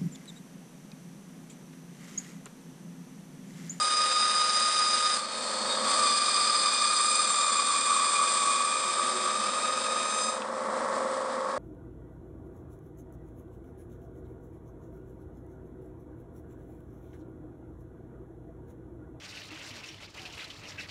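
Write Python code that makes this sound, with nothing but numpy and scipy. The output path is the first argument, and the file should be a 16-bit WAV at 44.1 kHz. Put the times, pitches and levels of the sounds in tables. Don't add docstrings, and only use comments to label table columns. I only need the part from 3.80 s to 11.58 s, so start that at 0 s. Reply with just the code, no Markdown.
import sys
import numpy as np
from scipy import signal
from scipy.fft import rfft, irfft, next_fast_len
from scipy.io import wavfile

SR = 44100
rng = np.random.default_rng(int(sys.argv[2]) if len(sys.argv) > 2 else 0)


def dump(signal):
    limited = np.clip(np.atleast_2d(signal).T, -1, 1)
    pcm = np.round(limited * 32767).astype(np.int16)
    wavfile.write(sys.argv[1], SR, pcm)


N = 343083
TIME = np.arange(N) / SR
FREE_TOOTH_HZ, TEETH_PER_MOTOR_TURN, TEETH_PER_WHEEL_TURN = 1250, 50, 232


def undb(db):
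    return 10 ** (np.asarray(db) / 20)


def unit(x):
    return x / np.sqrt(np.mean(np.abs(x) ** 2))


def curves(rows):
    times, *columns = np.transpose(rows)
    return [np.interp(TIME, times, column) for column in columns]


def step(at_s, width_s):
    return .5 + .5 * np.tanh((TIME - at_s) / width_s)


def bump(at_s, width_s):
    return np.exp(-((TIME - at_s) / width_s) ** 2)


def swell(period_s, peak_s):
    return np.cos(2 * np.pi * (TIME - peak_s) / period_s)


def phase_of(hz):
    return 2 * np.pi * np.cumsum(hz) / SR


def wander(hz):
    hop = max(1, int(SR / hz) // 20)
    count = N // hop + 2
    lowpass = signal.butter(2, hz * hop / SR * 2, output="sos")
    slow = signal.sosfilt(lowpass, rng.standard_normal(N + 2)[:count])
    return unit(np.interp(np.arange(N) / hop, np.arange(count), slow))


def resonance(hz, width_hz):
    phase = phase_of(hz * np.ones(N))
    return unit(wander(width_hz / 2) * np.cos(phase) + wander(width_hz / 2) * np.sin(phase))


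def gain_at(spectrum, hz):
    freq_hz, level_db = np.transpose(spectrum)
    return undb(np.interp(np.log(hz + 1), np.log(freq_hz), level_db))


def shape(x, response):
    size = next_fast_len(N + 4096)
    return irfft(rfft(x, size) * response(np.fft.rfftfreq(size, 1 / SR)), size)[:N]


def colour(x, spectrum):
    return unit(shape(x, lambda hz: gain_at(spectrum, hz)))


def cut_gain(hz, cut_db):
    bands = ([1, 0, 0, 0], [0, 1, 1, 0], [0, 0, 0, 1])
    shares = [np.interp(hz, [1300, 3400, 5200, 7200], band) for band in bands]
    return undb(sum(share * db for share, db in zip(shares, cut_db)))


# time_s, rasp_db, sizzle_db
FEED = [(0, -33.5, -34), (0.15, -31.5, -36), (0.8, -30, -33.5), (1.36, -30.5, -33.5), (1.47, -40.5, -48),
        (1.6, -38, -42.5), (2.02, -35, -40), (2.13, -30, -33), (3.0, -30, -35), (3.27, -31, -32),
        (3.8, -31.5, -35), (4.57, -30.5, -33), (4.92, -33, -37), (6.17, -35, -41.5), (6.45, -37, -38.5),
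        (6.66, -48, -55), (7.2, -44.5, -49.5), (7.78, -47.5, -56.5)]
# peak_s, width_s, change_db
HAND_SHOVES = [(1.385, 0.036, -4), (2.225, 0.041, 3), (4.126, 0.045, 3), (4.416, 0.054, 3.5),
               (4.74, 0.065, 1), (6.03, 0.025, -7)]


def hand_feed(front, in_wood, full_cut_db=-31, sway_db=1.1, sway_hz=4.7, stumble_db=1.5):
    rasp_db, sizzle_db = curves(FEED)
    uneven_db = sway_db * (1 - front) * swell(1 / sway_hz, peak_s=.41) + stumble_db * front * wander(12)
    shove_db = sum(db * bump(peak_s, width_s) for peak_s, width_s, db in HAND_SHOVES)
    note_db = full_cut_db + 1 + 0.83 * (rasp_db - full_cut_db) + uneven_db + shove_db
    brush_db = 1.3 * (1 - in_wood) * swell(TEETH_PER_WHEEL_TURN / FREE_TOOTH_HZ, peak_s=5.5)
    return note_db, rasp_db + brush_db, sizzle_db + brush_db


# side_db, front_light_db, front_heavy_db
TOOTH_HARMONICS = [(-1, -4, -8.5), (-17, -13.5, -33), (-10.5, -7.5, -20), (-3.5, -13.5, -14),
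                   (-15, -12.5, -22), (-13.5, -5.5, -9.5), (-9, -4.5, -5)]
# time_s, boost_db
CLARITY = [(0, 2.5), (1.3, -0.5), (1.45, -2.5), (1.8, -5), (1.92, -6), (2.08, -4), (3.6, 0.5), (4.4, 1),
           (5.6, 0), (6.35, 3), (6.55, 4.5)]
# tooth_rate_multiple, relative_db
HALF_ORDERS = [(.5, -23), (2.5, -21)]


def whine(tooth_phase, load, front, cut_db, side_jitter_rad=0.19, front_jitter_rad=0.069, flutter_db=1.5):
    phase = tooth_phase + (side_jitter_rad * (1 - front) + front_jitter_rad * front) * wander(38)
    clarity_db, = curves(CLARITY)
    out = 0
    for k, (side_db, light_db, heavy_db) in enumerate(TOOTH_HARMONICS, 1):
        front_db = light_db + (heavy_db - light_db) * load ** 2
        level_db = side_db * (1 - front) + front_db * front + clarity_db
        level_db += (flutter_db + 1.9 * (1 - front) * (k > 2)) * wander(30)
        tone = np.sin(k * phase + rng.uniform(0, 2 * np.pi))
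        out += undb(level_db) * cut_gain(k * FREE_TOOTH_HZ, cut_db) * tone
    for k, db in HALF_ORDERS:
        level_db = db - 7.9 * load ** 2 + flutter_db * wander(25)
        out += undb(level_db) * cut_gain(k * FREE_TOOTH_HZ, cut_db) * np.sin(k * phase)
    return np.sqrt(2) * out


# freq_hz, relative_db
RASP_AT_SIDE = [(40, -33), (200, -12.5), (700, -6), (1450, 1.5), (2500, -5), (3400, -2.5), (3900, 5),
                (4300, -6), (4700, 5), (5150, 2), (5600, -5.5), (6800, -6), (8100, -4), (8900, 0.5),
                (9600, -2)]
# freq_hz, relative_db
RASP_IN_FRONT = [(40, -28.5), (250, -5.5), (700, -3), (1600, 2), (2100, -2.5), (2900, -6), (3350, 0),
                 (4200, -1), (5200, 0), (5750, -5.5), (6700, -5), (7700, 3), (8900, 1), (9600, -2)]


def rasp(tooth_phase, load, front, cut_db, bite=0.37, grain_db=1.0, side_db=-1, heavy_feed_db=-4):
    _, rasp_db, sizzle_db = cut_db
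    bursts = rng.standard_normal(N) * (1 + bite * np.cos(tooth_phase)) * undb(grain_db * wander(350))
    at_side = colour(bursts, RASP_AT_SIDE) * undb(side_db)
    in_front = colour(bursts, RASP_IN_FRONT) * undb(heavy_feed_db * load)
    tearing = at_side * (1 - front) + in_front * front
    sizzle = shape(tearing, lambda hz: np.clip((hz - 5200) / 2000, 0, 1))
    return (tearing - sizzle) * undb(rasp_db + 4) + sizzle * undb(sizzle_db + 7.5)


def wheel_throb(tooth_phase, depth_db=0.77):
    angle = tooth_phase / TEETH_PER_WHEEL_TURN
    offsets = rng.uniform(0, 2 * np.pi, size=8)
    pressure = sum(np.sin(k * angle + offset) for k, offset in enumerate(offsets, 1))
    return undb(depth_db * unit(pressure))


# turning_rate_multiple, relative_db
HUM_ORDERS = [(15, -22), (21, -7), (22, -11), (24, -15), (35, -16), (37, -15), (40, -15), (41, -16),
              (44, -9), (46, -12)]
# freq_hz, relative_db
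TURN_RATTLE = [(30, -34.5), (100, -20.5), (330, -15.5), (425, -10), (480, 0), (550, 2), (620, 2),
               (720, -8.5), (880, -5), (1150, 2), (1330, 2), (1500, -20.5), (2400, -22.5)]
# freq_hz, relative_db
FRAME_NOISE = [(30, -32), (120, -19.5), (185, -13), (212, 5), (248, 3.5), (290, -6), (410, -9.5), (520, 3),
               (660, 0), (760, -4.5), (900, -2.5), (1150, -7.5), (1450, -5), (1900, -6)]
# time_s, gain_db
RECORDER_GAIN = [(0, -46), (1.3, -46), (1.55, -42.5), (1.88, -35.5), (2.16, -37), (2.4, -44), (3.5, -46),
                 (4.8, -44.5), (5.3, -40), (6.4, -38), (6.75, -36.5), (7.0, -32), (7.45, -35), (7.78, -35)]


def motor_and_frame(tooth_phase, in_wood, knock=0.11, free_hum_db=2, boom_edge_hz=290, base_gain_db=-44):
    angle = tooth_phase / TEETH_PER_MOTOR_TURN
    orders = np.arange(2049)
    rattles = (orders > 0) & (orders < 100) & ~np.isin(orders, [k for k, _ in HUM_ORDERS])
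    weights = gain_at(TURN_RATTLE, orders * FREE_TOOTH_HZ / TEETH_PER_MOTOR_TURN) * rattles
    one_turn = irfft(weights * np.exp(2j * np.pi * rng.random(len(orders))))
    rattle = unit(np.interp(angle / (2 * np.pi) % 1, np.linspace(0, 1, len(one_turn)), one_turn))
    knocking = rng.standard_normal(N) * (1 + knock * np.cos(angle))
    loose = colour(knocking, FRAME_NOISE + [(2700, -28), (6000, -24.5)])
    hum = 0
    for k, db in HUM_ORDERS:
        level_db = db + 2.2 * wander(5) + free_hum_db * (1 - in_wood)
        hum += undb(level_db) * np.sqrt(2) * np.sin(k * angle + rng.uniform(0, 2 * np.pi))
    motor = undb(-3) * (rattle + loose) + hum
    gain_db, = curves(RECORDER_GAIN)
    boom = shape(motor, lambda hz: 1 / (1 + (hz / boom_edge_hz) ** 10))
    boom_db = base_gain_db + 1.5 + 0.65 * (gain_db - base_gain_db)
    return undb(gain_db) * (motor - boom) + undb(boom_db) * boom


# time_s, pitch_hz, relative_db
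CHATTER_NOTE = [(1.4, 1198, 2), (1.55, 1200, -22), (1.95, 1111, -9.5), (2.2, 1191, 0), (2.8, 1183, -3),
                (3.4, 1209, -1), (3.75, 1159, -1.5), (4.55, 1153, -1), (4.75, 1140, 1), (5.0, 1174, -3.5),
                (5.4, 1158, -3), (5.8, 1227, -4), (6.1, 1208, -9), (6.35, 1162, -11), (6.57, 1190, -26)]
# pitch_hz, glide_share, width_hz, relative_db, peak_s, span_s
CHATTER_MODES = [(368.4, 0.05, 16, -16, 5.38, 0.13), (1211, .7, 240, -8, 3.95, 1.03),
                 (1743, 0, 180, -16, 6.4, 0.36), (2383, 0.6, 200, -15.5, 5.3, 3.8),
                 (2542, 0.04, 170, -13, 6.1, 0.42), (3648, .6, 280, -6.5, 3.25, 1.35),
                 (4385, 0, 200, -2, 1.73, 0.24), (4400, 0.01, 260, -7, 3.1, 0.71),
                 (4893, .4, 170, -2, 2.66, 0.62), (6080, 0.2, 240, -13, 3.23, 1.1),
                 (7440, .7, 200, -2.5, 3.65, 0.32), (8690, 0.6, 250, -2, 3.4, 1.55)]


def chatter(cut_db, warble_hz=19, flutter_db=2, nominal_hz=1200):
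    pitch_hz, relative_db = curves(CHATTER_NOTE)
    pitch_hz += warble_hz * wander(58)
    level_db = cut_db[0] + relative_db + flutter_db * wander(80)
    out = np.sqrt(2) * np.sin(phase_of(pitch_hz)) * undb(level_db)
    glide = pitch_hz / nominal_hz - 1
    for hz, glide_share, width_hz, db, peak_s, span_s in CHATTER_MODES:
        envelope = 1 / np.hypot(1, (TIME - peak_s) / span_s)
        mode = resonance(hz * (1 + glide_share * glide), width_hz)
        out += undb(db) * envelope * cut_gain(hz, cut_db) * mode
    return out


# peak_s, width_s, harmonic, level_db
BLADE_SQUEALS = [(1.92, 0.035, 3, -34), (6.38, 0.13, 5, -44), (6.44, .06, 4, -41)]


def squeals(tooth_phase, jitter_rad=.3):
    shiver = jitter_rad * wander(40)
    return np.sqrt(2) * sum(undb(db) * bump(peak_s, width_s) * np.sin(k * tooth_phase + shiver)
                            for peak_s, width_s, k, db in BLADE_SQUEALS)


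def blade_ring(pitch_hz=2439, drift_hz=11, start_s=2.22, end_s=5.1, lap_s=0.372, flutter_db=3):
    tone = np.sqrt(2) * np.sin(phase_of(pitch_hz + drift_hz * wander(30)))
    level_db = -42 + 2 * swell(lap_s, peak_s=2.546) + flutter_db * wander(20)
    return tone * undb(level_db) * step(start_s, 0.031) * (1 - step(end_s, .12))


# pitch_hz, width_hz, relative_db
OFFCUT_MODES = [(1600, 200, -2), (2620, 45, 0), (3150, 300, -2)]


def offcut_tick(start_s=6.62, ring_db=-37.5, crack_db=-33, crack_decay_s=.003):
    age = np.maximum(TIME - start_s, 0)
    ring = sum(undb(db) * np.exp(-np.pi * width_hz * age) * np.sin(2 * np.pi * hz * age)
               for hz, width_hz, db in OFFCUT_MODES)
    crack = resonance(2600, width_hz=1800) * np.exp(-age / crack_decay_s) * (age > 0)
    return undb(ring_db) * ring + undb(crack_db) * crack


# time_s, tooth_rate_hz
BLADE_SPEED = [(0, 1234.5), (1.38, 1233.5), (1.48, 1249), (1.9, 1248), (2.3, 1240), (3.4, 1238),
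               (4.4, 1238.5), (5.15, 1242.5), (6.4, 1245), (6.65, 1250), (7.78, 1250)]


def scene(second_cut_s=1.366, through_s=6.57, full_sag_hz=12):
    tooth_hz, = curves(BLADE_SPEED)
    tooth_phase = phase_of(tooth_hz + 0.7 * wander(6))
    load = np.clip((FREE_TOOTH_HZ - tooth_hz) / full_sag_hz, 0, 1)
    front = step(second_cut_s, 0.031)
    in_wood = 1 - step(through_s, 0.034)
    cut_db = hand_feed(front, in_wood)
    blade = whine(tooth_phase, load, front, cut_db) + front * chatter(cut_db)
    blade += blade_ring() + squeals(tooth_phase)
    cutting = (in_wood * blade + rasp(tooth_phase, load, front, cut_db)) * wheel_throb(tooth_phase)
    return (cutting + motor_and_frame(tooth_phase, in_wood) + offcut_tick())[None]


def record(dry, low_cut_hz=38, top_hz=9620):
    thinned = signal.sosfilt(signal.butter(2, low_cut_hz, "high", fs=SR, output="sos"), dry)
    return np.array([shape(x, lambda hz: np.clip((top_hz - hz) / 60 + .5, 0, 1)) for x in thinned])


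dry = scene()
out = record(dry)
dump(out)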